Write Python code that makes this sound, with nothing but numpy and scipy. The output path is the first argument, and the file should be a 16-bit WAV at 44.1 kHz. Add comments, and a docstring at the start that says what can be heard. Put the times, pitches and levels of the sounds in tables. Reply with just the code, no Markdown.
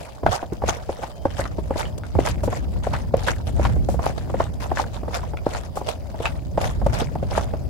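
"""A concrete path with stone steps, heard from the stereo microphones of a camera in a runner's hand.
From the start heel and toe knock on the hard ground below, grit and pebbles crack, and a jacket
swishes close by the left microphone with every stride, over a faint outdoor hiss. After a second one
far bird whistles. Moving air buffets both microphones, hardest just after two seconds, and swells
again near the middle and near the end as the run goes on."""
import sys
import numpy as np
from scipy import signal
from scipy.fft import rfft, irfft
from scipy.io import wavfile
from scipy.ndimage import uniform_filter1d

SR = 44100
rng = np.random.default_rng(int(sys.argv[2]) if len(sys.argv) > 2 else 0)


def to_wav(s):
    """Save 16-bit WAV."""
    ch = np.atleast_2d(s).T  # columns
    pcm = np.round(np.clip(ch, -1, 1) * 32767)  # PCM
    wavfile.write(sys.argv[1], SR, pcm.astype(np.int16))


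N = 339129
TIME = np.arange(N) / SR

# One row a stride; the arm swings past the left microphone as the foot pushes off:
# (time [s], swish level [dB], build-up [s], grit level [dB])
STRIDES = [(0.332, -35.5, 0.063, -43), (0.686, -34, 0.029, -22), (1.03, -47.5, 0.45, -21),
           (1.399, -39, 0.09, -49), (1.794, -38.5, 0.092, -51), (2.27, -37, 0.12, -15),
           (2.528, -38.5, 0.04, -32), (2.936, -39, 0.043, -15), (3.28, -35.5, 0.042, -29),
           (3.65, -38.5, 0.091, -13), (4.048, -39.5, 0.068, -28), (4.405, -41.5, 0.12, -19),
           (4.788, -38.5, 0.076, -16.5), (5.155, -37.5, 0.061, -22), (5.547, -42.5, 0.11, -19),
           (5.881, -41.5, 0.046, -27), (6.254, -44, 0.12, -15), (6.642, -38, 0.06, -19),
           (7.009, -39.5, 0.18, -27), (7.375, -36.5, 0.1, -16.5)]


def footfalls(knock_db=3.5, grit_db=-25, thud_db=-20, thud_hz=85, thud_s=0.014, slap_db=-15, firm_db=-15.5):
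    """Each contact is a knock, the dull slap of the tread, a little grit and the runner's weight."""
    # heel and toe landing below the microphones: (time [s], level [dB], knock pitch [Hz])
    contacts = [(0.232, -18.5, 480), (0.261, -5.5, 656), (0.283, -21, 600), (0.428, -24, 720),
                (0.522, -19.5, 330), (0.62, -25, 740), (0.636, -14.5, 580), (0.688, -25, 620),
                (0.891, -16.5, 490), (1.033, -25, 770), (1.252, -8.5, 606), (1.392, -17.5, 510),
                (1.583, -20, 425), (1.706, -12.5, 550), (1.757, -21, 600), (2.152, -22, 550),
                (2.187, -5.5, 586), (2.434, -18, 640), (2.476, -13.5, 550), (2.527, -20, 730),
                (2.868, -17.5, 664), (3.138, -6, 508), (3.594, -12.5, 527), (3.762, -34, 514),
                (3.886, -13, 520), (3.941, -25, 580), (3.992, -20.5, 744), (4.062, -9.5, 807),
                (4.095, -27, 560), (4.298, -26, 587), (4.341, -14, 560), (4.401, -10, 706),
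                (4.715, -12, 677), (4.794, -14, 896), (5.032, -31.5, 550), (5.08, -22, 496),
                (5.233, -33, 1000), (5.335, -29, 590), (5.464, -8.5, 556), (5.77, -19, 847),
                (5.813, -28, 580), (6.143, -34.5, 610), (6.201, -21, 490), (6.576, -9, 598),
                (6.815, -27, 664), (6.863, -8.5, 546), (7.016, -19, 534), (7.154, -26, 675),
                (7.226, -17.5, 505), (7.316, -25.5, 655), (7.376, -10.5, 702), (7.535, -20.5, 640)]
    # rubber flattening on the ground: (frequency [Hz], level [dB])
    tread_spectrum = [(200, -5.5), (850, -7), (1500, -29), (5000, -53)]
    out, t = np.zeros((2, N)), np.arange(SR // 10) / SR
    thud = amp(thud_db) * t / thud_s * np.exp(1 - t / thud_s) * np.cos(2 * np.pi * thud_hz * t)
    flatten = amp(slap_db) * burst(t, rise_s=0.0005, decay_s=0.009)
    for s, db, hz in contacts:
        tread = colour(wide_noise(len(t)), tread_spectrum)
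        tread = unit(colour(tread, [(hz / 2, body_db(hz)), (hz, 0)]))
        slap = tread * flatten * amp(0.31 * db)  # light contacts are mostly slap, hard ones mostly knock
        sand = amp(grit_db) * grit(slide_db=-2, slide_s=0.022)
        add(out, s, amp(db) * (sand + thud) + slap)
        weight_db = 1.1 * (db - firm_db)  # steps harder than a firm one gain body
        add(out, s, amp(db + knock_db) * knock(hz, weight_db))
    return out


def knock(hz, weight_db=0, rise_s=0.002538, spread_db=4, detune=0.08):
    """The sole meets uneven ground rim first, then flat, and rings briefly, never twice alike. Peak 1."""
    # a sole ringing on concrete: (multiple of the pitch, level [dB], t60 [s])
    modes = [(0.48, -4, 0.014), (1, 3, 0.024), (1.45, 0, 0.013), (2.5, -4, 0.007)]
    arrival_s = 0.001 + np.array([[0], [0.00019]])  # the right microphone hears it just later
    t = np.arange(SR // 20) / SR - arrival_s
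    roll_s = rng.uniform(0.00077, 0.003975)
    blows = []
    for delay in (0, roll_s):
        age = np.maximum(t - delay, 0)
        rings = []
        for ratio, db, t60 in modes:
            louder, sharper = rng.uniform(-1.61, 1, 2)
            tone = np.sin(2 * np.pi * hz * ratio * (1 + detune * sharper) * (age - rise_s))
            rings.append(amp(db + spread_db * louder - 60 * age / t60) * tone)
        ring = rings[0] * amp(body_db(hz) + weight_db) + sum(rings[1:])
        blows.append(ring * (1 - np.exp(-(age / rise_s) ** 3)))
    both = blows[0] + 0.5 * blows[1]
    return both / abs(both).max()


def body_db(hz, heel_hz=550, db_per_octave=-15):
    """A heel lands low and heavy; the higher tap of a toe has less body."""
    return db_per_octave * np.log2(hz / heel_hz)


def push_offs(push_db=-7):
    """Grit cracks under the sole once in every stride."""
    out = np.zeros((2, N))
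    for s, _, _, db in STRIDES:
        add(out, s, amp(push_db + db) * grit(slide_db=-3, slide_s=0.019))
    return out


def grit(slide_db, slide_s, ticks_per_s=700):
    """Grit cracks while the sole presses hardest, then trails off in separate ticks as it slides."""
    # grit crushed on concrete: (frequency [Hz], level [dB])
    spectrum = [(200, -20), (800, 6.5), (1800, -5.5), (3200, -15.5), (7000, -26), (15000, -71)]
    t = np.arange(SR // 10) / SR
    crack = np.exp(-((t - 0.0035) / 0.0028) ** 2)
    slide = amp(slide_db) * burst(t, rise_s=0.0029, decay_s=slide_s)
    sand = wide_noise(len(t))
    ticks = sand * (rng.random(len(t)) < ticks_per_s / SR)
    return unit(colour(sand, spectrum)) * crack + unit(colour(ticks, spectrum)) * slide


def scuffs(rub, per_s=26, scuff_db=-34, spread_db=3, low_hz=480, high_hz=950):
    """Small taps of the soles, scattered left and right, stronger at the height of a stride."""
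    effort = unit(rub ** 0.6)
    out = np.zeros((2, N))
    pitches = np.geomspace(low_hz, high_hz, num=8)
    for hz in pitches:
        tap = knock(hz)
        for at in np.flatnonzero(rng.random(N) < per_s / len(pitches) / SR):
            size, lean = np.clip(rng.standard_normal(2), -2, 2) / [1, np.sqrt(2)]
            pan = np.array([[1 + lean], [1 - lean]])
            add(out, at / SR, amp(scuff_db + spread_db * size) * effort[at] * pan * tap)
    return out


def pebbles(left_db=-3, right_db=-6, bounces_per_s=450, chatter_s=0.012):
    """A pebble is struck sharply, then chatters against the concrete, ringing very briefly."""
    # loose pebbles underfoot: (time [s], level [dB], pitch [Hz])
    strikes = [(0.265, -3.5, 1420), (0.689, -5, 1210), (1.418, -19, 1960), (1.455, -12.5, 1280),
               (1.83, -18, 2200), (1.854, -20, 3000), (2.036, -17.5, 1450), (2.951, -13, 1370),
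               (3.284, -0.5, 1540), (4.041, -12.5, 1080), (4.4, -11, 1200), (4.773, -8.5, 1720),
               (5.372, -19, 2350), (6.256, -5.5, 2610), (7.352, -12, 1260)]
    # a pebble's ring: (multiple of the pitch, level [dB], t60 [s])
    modes = [(.62, 7.5, 0.013), (1, 15, 0.009), (1.42, -6.5, 0.024), (2.3, -8, 0.0063)]
    out, t = np.zeros((2, N)), np.arange(SR // 20) / SR
    for s, db, hz in strikes:
        ring = sum(amp(mode_db - 60 * t / t60) * np.sin(2 * np.pi * hz * ratio * t)
                   for ratio, mode_db, t60 in modes)
        bounces = (rng.random((2, len(t))) < bounces_per_s / SR) * rng.uniform(-1.36, 1, (2, len(t)))
        hits = (t == 0) + bounces * np.exp(-t / chatter_s)
        click = signal.fftconvolve(hits, ring[None], axes=1) / abs(ring).max()
        add(out, s, amp(db) * amp([[left_db], [right_db]]) * click)
    return out


def crunch(crunch_db=2, roll_s=0.11):
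    """Small stones grind at the height of each stride and roll on briefly."""
    effort = sum(amp(db) * swell(s, min(build_s, roll_s), roll_s) for s, db, build_s, _ in STRIDES)
    return amp(crunch_db) * effort * grains(count=55, spread_db=5, low_hz=700, high_hz=2234, cycles=3.2)


def rock_echo(feet, echo_db=-17, first_s=0.0057, t60=0.13):
    """Short, weak scatter from the steps and boulders beside the path."""
    t = np.arange(SR // 4) / SR
    taps = rng.standard_normal((2, len(t))) * (t > first_s) * amp(-60 * t / t60)
    return amp(echo_db) * signal.fftconvolve(feet, taps / np.linalg.norm(taps[0]), axes=1)[:, :N]


def jacket(rub, cloth_db=8.5, pop_db=-2):
    """Close by the left microphone, cloth slides with a fizz, slips in jerks and pops in tiny creases."""
    # sliding cloth: (frequency [Hz], level [dB])
    spectrum = [(200, -55), (350, -13), (600, -1), (1000, -8.5), (1600, -5), (3200, -7), (7500, -11),
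                (9000, -16.5), (10500, -16.5), (16000, -31)]
    # the right microphone faces away and hears it duller: (frequency [Hz], gain [dB])
    off_axis = [(900, 14), (2000, -5.5), (4000, -10), (9000, -36), (14000, -17)]
    creases = grains(count=170, spread_db=4, low_hz=1330, high_hz=13500, cycles=1.3)
    friction = rng.standard_normal((2, N)) + amp(pop_db) * creases
    fizz = unit(shifting_folds(colour(friction, spectrum)))
    left, right = fizz * amp(cloth_db) * rub * slips()
    return np.array([left, colour(right, off_axis)])


def rubbing(rest_db=-60, fade_s=0.087, rustle_rise_s=0.0012, rustle_fall_s=0.042):
    """The jacket's rubbing as a gain: a swish that builds and fades each stride, and brief rustles."""
    # the fading swish of an opening stride, then quick flicks of the jacket: (time [s], level [dB])
    rustles = [(0.0, -42), (2.834, -43.5), (3.172, -39.5), (3.468, -45), (4.177, -46.5), (4.6, -39.5),
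               (4.931, -46)]
    power = np.full(N, amp(rest_db) ** 2)
    for s, db, build_s, _ in STRIDES:
        power += (amp(db) * swell(s, build_s, fade_s)) ** 2
    t = np.arange(SR // 4) / SR
    rustle = np.minimum(t / rustle_rise_s, np.exp((rustle_rise_s - t) / rustle_fall_s))
    for s, db in rustles:
        add(power, s, (amp(db) * rustle) ** 2)
    return np.sqrt(power)


def shifting_folds(cloth, depth_db=2.5):
    """As the folds shift, resonances about a kilohertz wide come and go within hundredths of a second."""
    spectra = signal.stft(cloth)[-1]
    patches = uniform_filter1d(rng.standard_normal(spectra.shape[1:]), size=6, axis=0)  # across pitch
    patches = uniform_filter1d(patches, size=9)  # across time
    return signal.istft(spectra * amp(depth_db * unit(patches)))[-1][:, :N]


def slips(per_s=120, decay_s=0.011, steady=0.46):
    """Stick and slip: sudden bursts that die away, on top of a steady slide. 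Rms 1."""
    jolts = (rng.random(N) < per_s / SR) * rng.random(N)
    return unit(steady + signal.lfilter([1], [1, -np.exp(-1 / (decay_s * SR))], jolts))


def scratches(right_db=-5):
    """Short, grainy rubs right at the microphones, as of a hand shifting on the camera."""
    # handling noise: (time [s], level [dB], length [s])
    rubs = [(0.533, -31, 0.0057), (1.979, -30, 0.011), (2.434, -30.5, 0.051), (3.168, -28.5, 0.006),
            (3.887, -33.5, 0.089), (5.755, -31, 0.053), (6.863, -29.5, 0.013), (6.939, -29.5, 0.0097)]
    # a scratch, reaching far into the treble: (frequency [Hz], level [dB])
    spectrum = [(500, 30), (2000, 9), (7500, 13), (16000, 0.5)]
    out, t = np.zeros((2, N)), np.arange(SR // 10) / SR
    for s, db, length_s in rubs:
        noise = rng.standard_normal((2, len(t)))
        fade = 1 - np.minimum(t / length_s, 1) ** 2
        add(out, s, amp(db) * unit(colour(noise * abs(noise), spectrum)) * fade)
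    return out * amp([[0], [right_db]])


def wind(left_db=7.5, right_db=7.0, lump_db=3, lump_hz=25):
    """Lumpy low turbulence, different at each microphone."""
    # strength of the air on the microphones: (time [s], level [dB])
    gusts = [(0.21, -46), (0.28, -29), (0.38, -46), (0.7, -35), (0.77, -42.5), (1.18, -44), (1.3, -37),
             (2.12, -36), (2.16, -21.5), (2.25, -31), (3.45, -32.5), (3.64, -26), (4.24, -33.5),
             (6.02, -40), (6.9, -28.5), (7.12, -32)]
    # the rumble of buffeting: (frequency [Hz], level [dB])
    spectrum = [(33, -36), (48, 1), (66, 2), (110, -4), (200, -13.5), (400, -23.5), (1200, -64)]
    eddies = [rng.standard_normal(N) * amp(lump_db * np.tanh(wander(lump_hz))) for _ in range(2)]
    rumble = np.array([unit(colour(side, spectrum)) for side in eddies])
    gust_db = np.interp(TIME, *np.transpose(gusts))
    return rumble * amp([[left_db], [right_db]]) * amp(gust_db)


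def outdoors(air_db=-45):
    """Distant wash that swells and lulls, with a thin band of insect-like hiss."""
    # the open air around the path: (frequency [Hz], level [dB])
    spectrum = [(100, 10), (380, 4), (600, 15.5), (1200, -7.5), (2500, -59), (4000, -26), (4900, -8),
                (6000, -29), (16000, -21)]
    wash = unit(colour(wide_noise(N), spectrum))
    return amp(air_db + 2 * np.tanh(wander(5.8))) * wash


def bird(bird_db=-60, start_s=1.07, end_s=1.4, top_hz=3140, sag_hz=172):
    """One far whistle that arches and flutters faintly."""
    position = 2 * (TIME - start_s) / (end_s - start_s) - 1  # -1 to 1 across the call
    hz = top_hz - sag_hz * position ** 4 * (abs(position) < 1) + 10 * wander(60)
    return amp(bird_db) * np.sin(2 * np.pi * np.cumsum(hz) / SR) * np.maximum(1 - position ** 4, 0)


def grains(count, spread_db, low_hz, high_hz, cycles):
    """Tiny pops, count at each of 24 pitches, unlike at the two microphones; a few are large. 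Rms 1."""
    out = np.zeros((2, N))
    for hz in np.geomspace(low_hz, high_hz, num=24):
        turns = hz * np.arange(SR // 40) / SR
        pop = np.sqrt(hz) * unit(np.sin(2 * np.pi * turns) * np.exp(-turns / cycles))
        for when, size, side in rng.random((count, 3)):
            gain = amp(-spread_db * np.log(size + 0.05))
            add(out, when * N / SR, gain * np.outer([1, np.sqrt(2) * np.cos(np.pi * side)], pop))
    return unit(out)


def swell(s, build_s, fade_s, range_db=20):
    """A stride's effort: it builds evenly in dB to its peak at time s, then tails away."""
    before = (s - TIME) / build_s
    after = np.minimum(abs((TIME - s) / fade_s) ** 1.22, 10)
    return amp(-range_db * np.where(TIME < s, before, after))


def burst(t, rise_s, decay_s):
    """A straight rise under an exponential decay."""
    return np.minimum(t / rise_s, 1) * np.exp(-t / decay_s)


def wide_noise(samples):
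    """White noise, half of its power common to both microphones."""
    noise = rng.standard_normal((3, samples))
    return noise[0] + noise[1:]


def wander(hz):
    """Smooth random drift of rms 1 that changes about hz times a second."""
    f = np.fft.rfftfreq(N, 1 / SR)
    return unit(irfft(rfft(rng.standard_normal(N)) * np.exp(-(f / hz) ** 2), N))


def colour(x, spectrum):
    """Filters by a curve of (frequency [Hz], gain [dB]) points."""
    hz, db = np.transpose(spectrum)
    f = np.fft.rfftfreq(x.shape[-1], 1 / SR)
    return irfft(rfft(x) * amp(np.interp(np.log(f + 1), np.log(hz), db)), x.shape[-1])


def add(mix, s, sound):
    """Mixes a sound in at time s."""
    part = mix[..., max(round(s * SR), 0):][..., :sound.shape[-1]]
    part += sound[..., :part.shape[-1]]


def amp(db):
    """Decibels to gain."""
    return 10 ** (np.asarray(db) / 20)


def unit(x):
    """Scales to rms 1."""
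    return x / np.sqrt(np.mean(x ** 2) + 1e-20)


def scene():
    """Feet and their echo below; jacket, hand and wind at the microphones; the outdoors far behind."""
    rub = rubbing()
    feet = footfalls() + push_offs() + scuffs(rub) + pebbles()
    return feet + rock_echo(feet) + jacket(rub) + crunch() + scratches() + wind() + outdoors() + bird()


def record(dry):
    """The recorder's band limit."""
    edge_hz = 16100
    low_pass = signal.firwin(511, edge_hz, window=("kaiser", 9), fs=SR)
    return signal.oaconvolve(dry, low_pass[None], "same")


dry = scene()
out = record(dry)
to_wav(out)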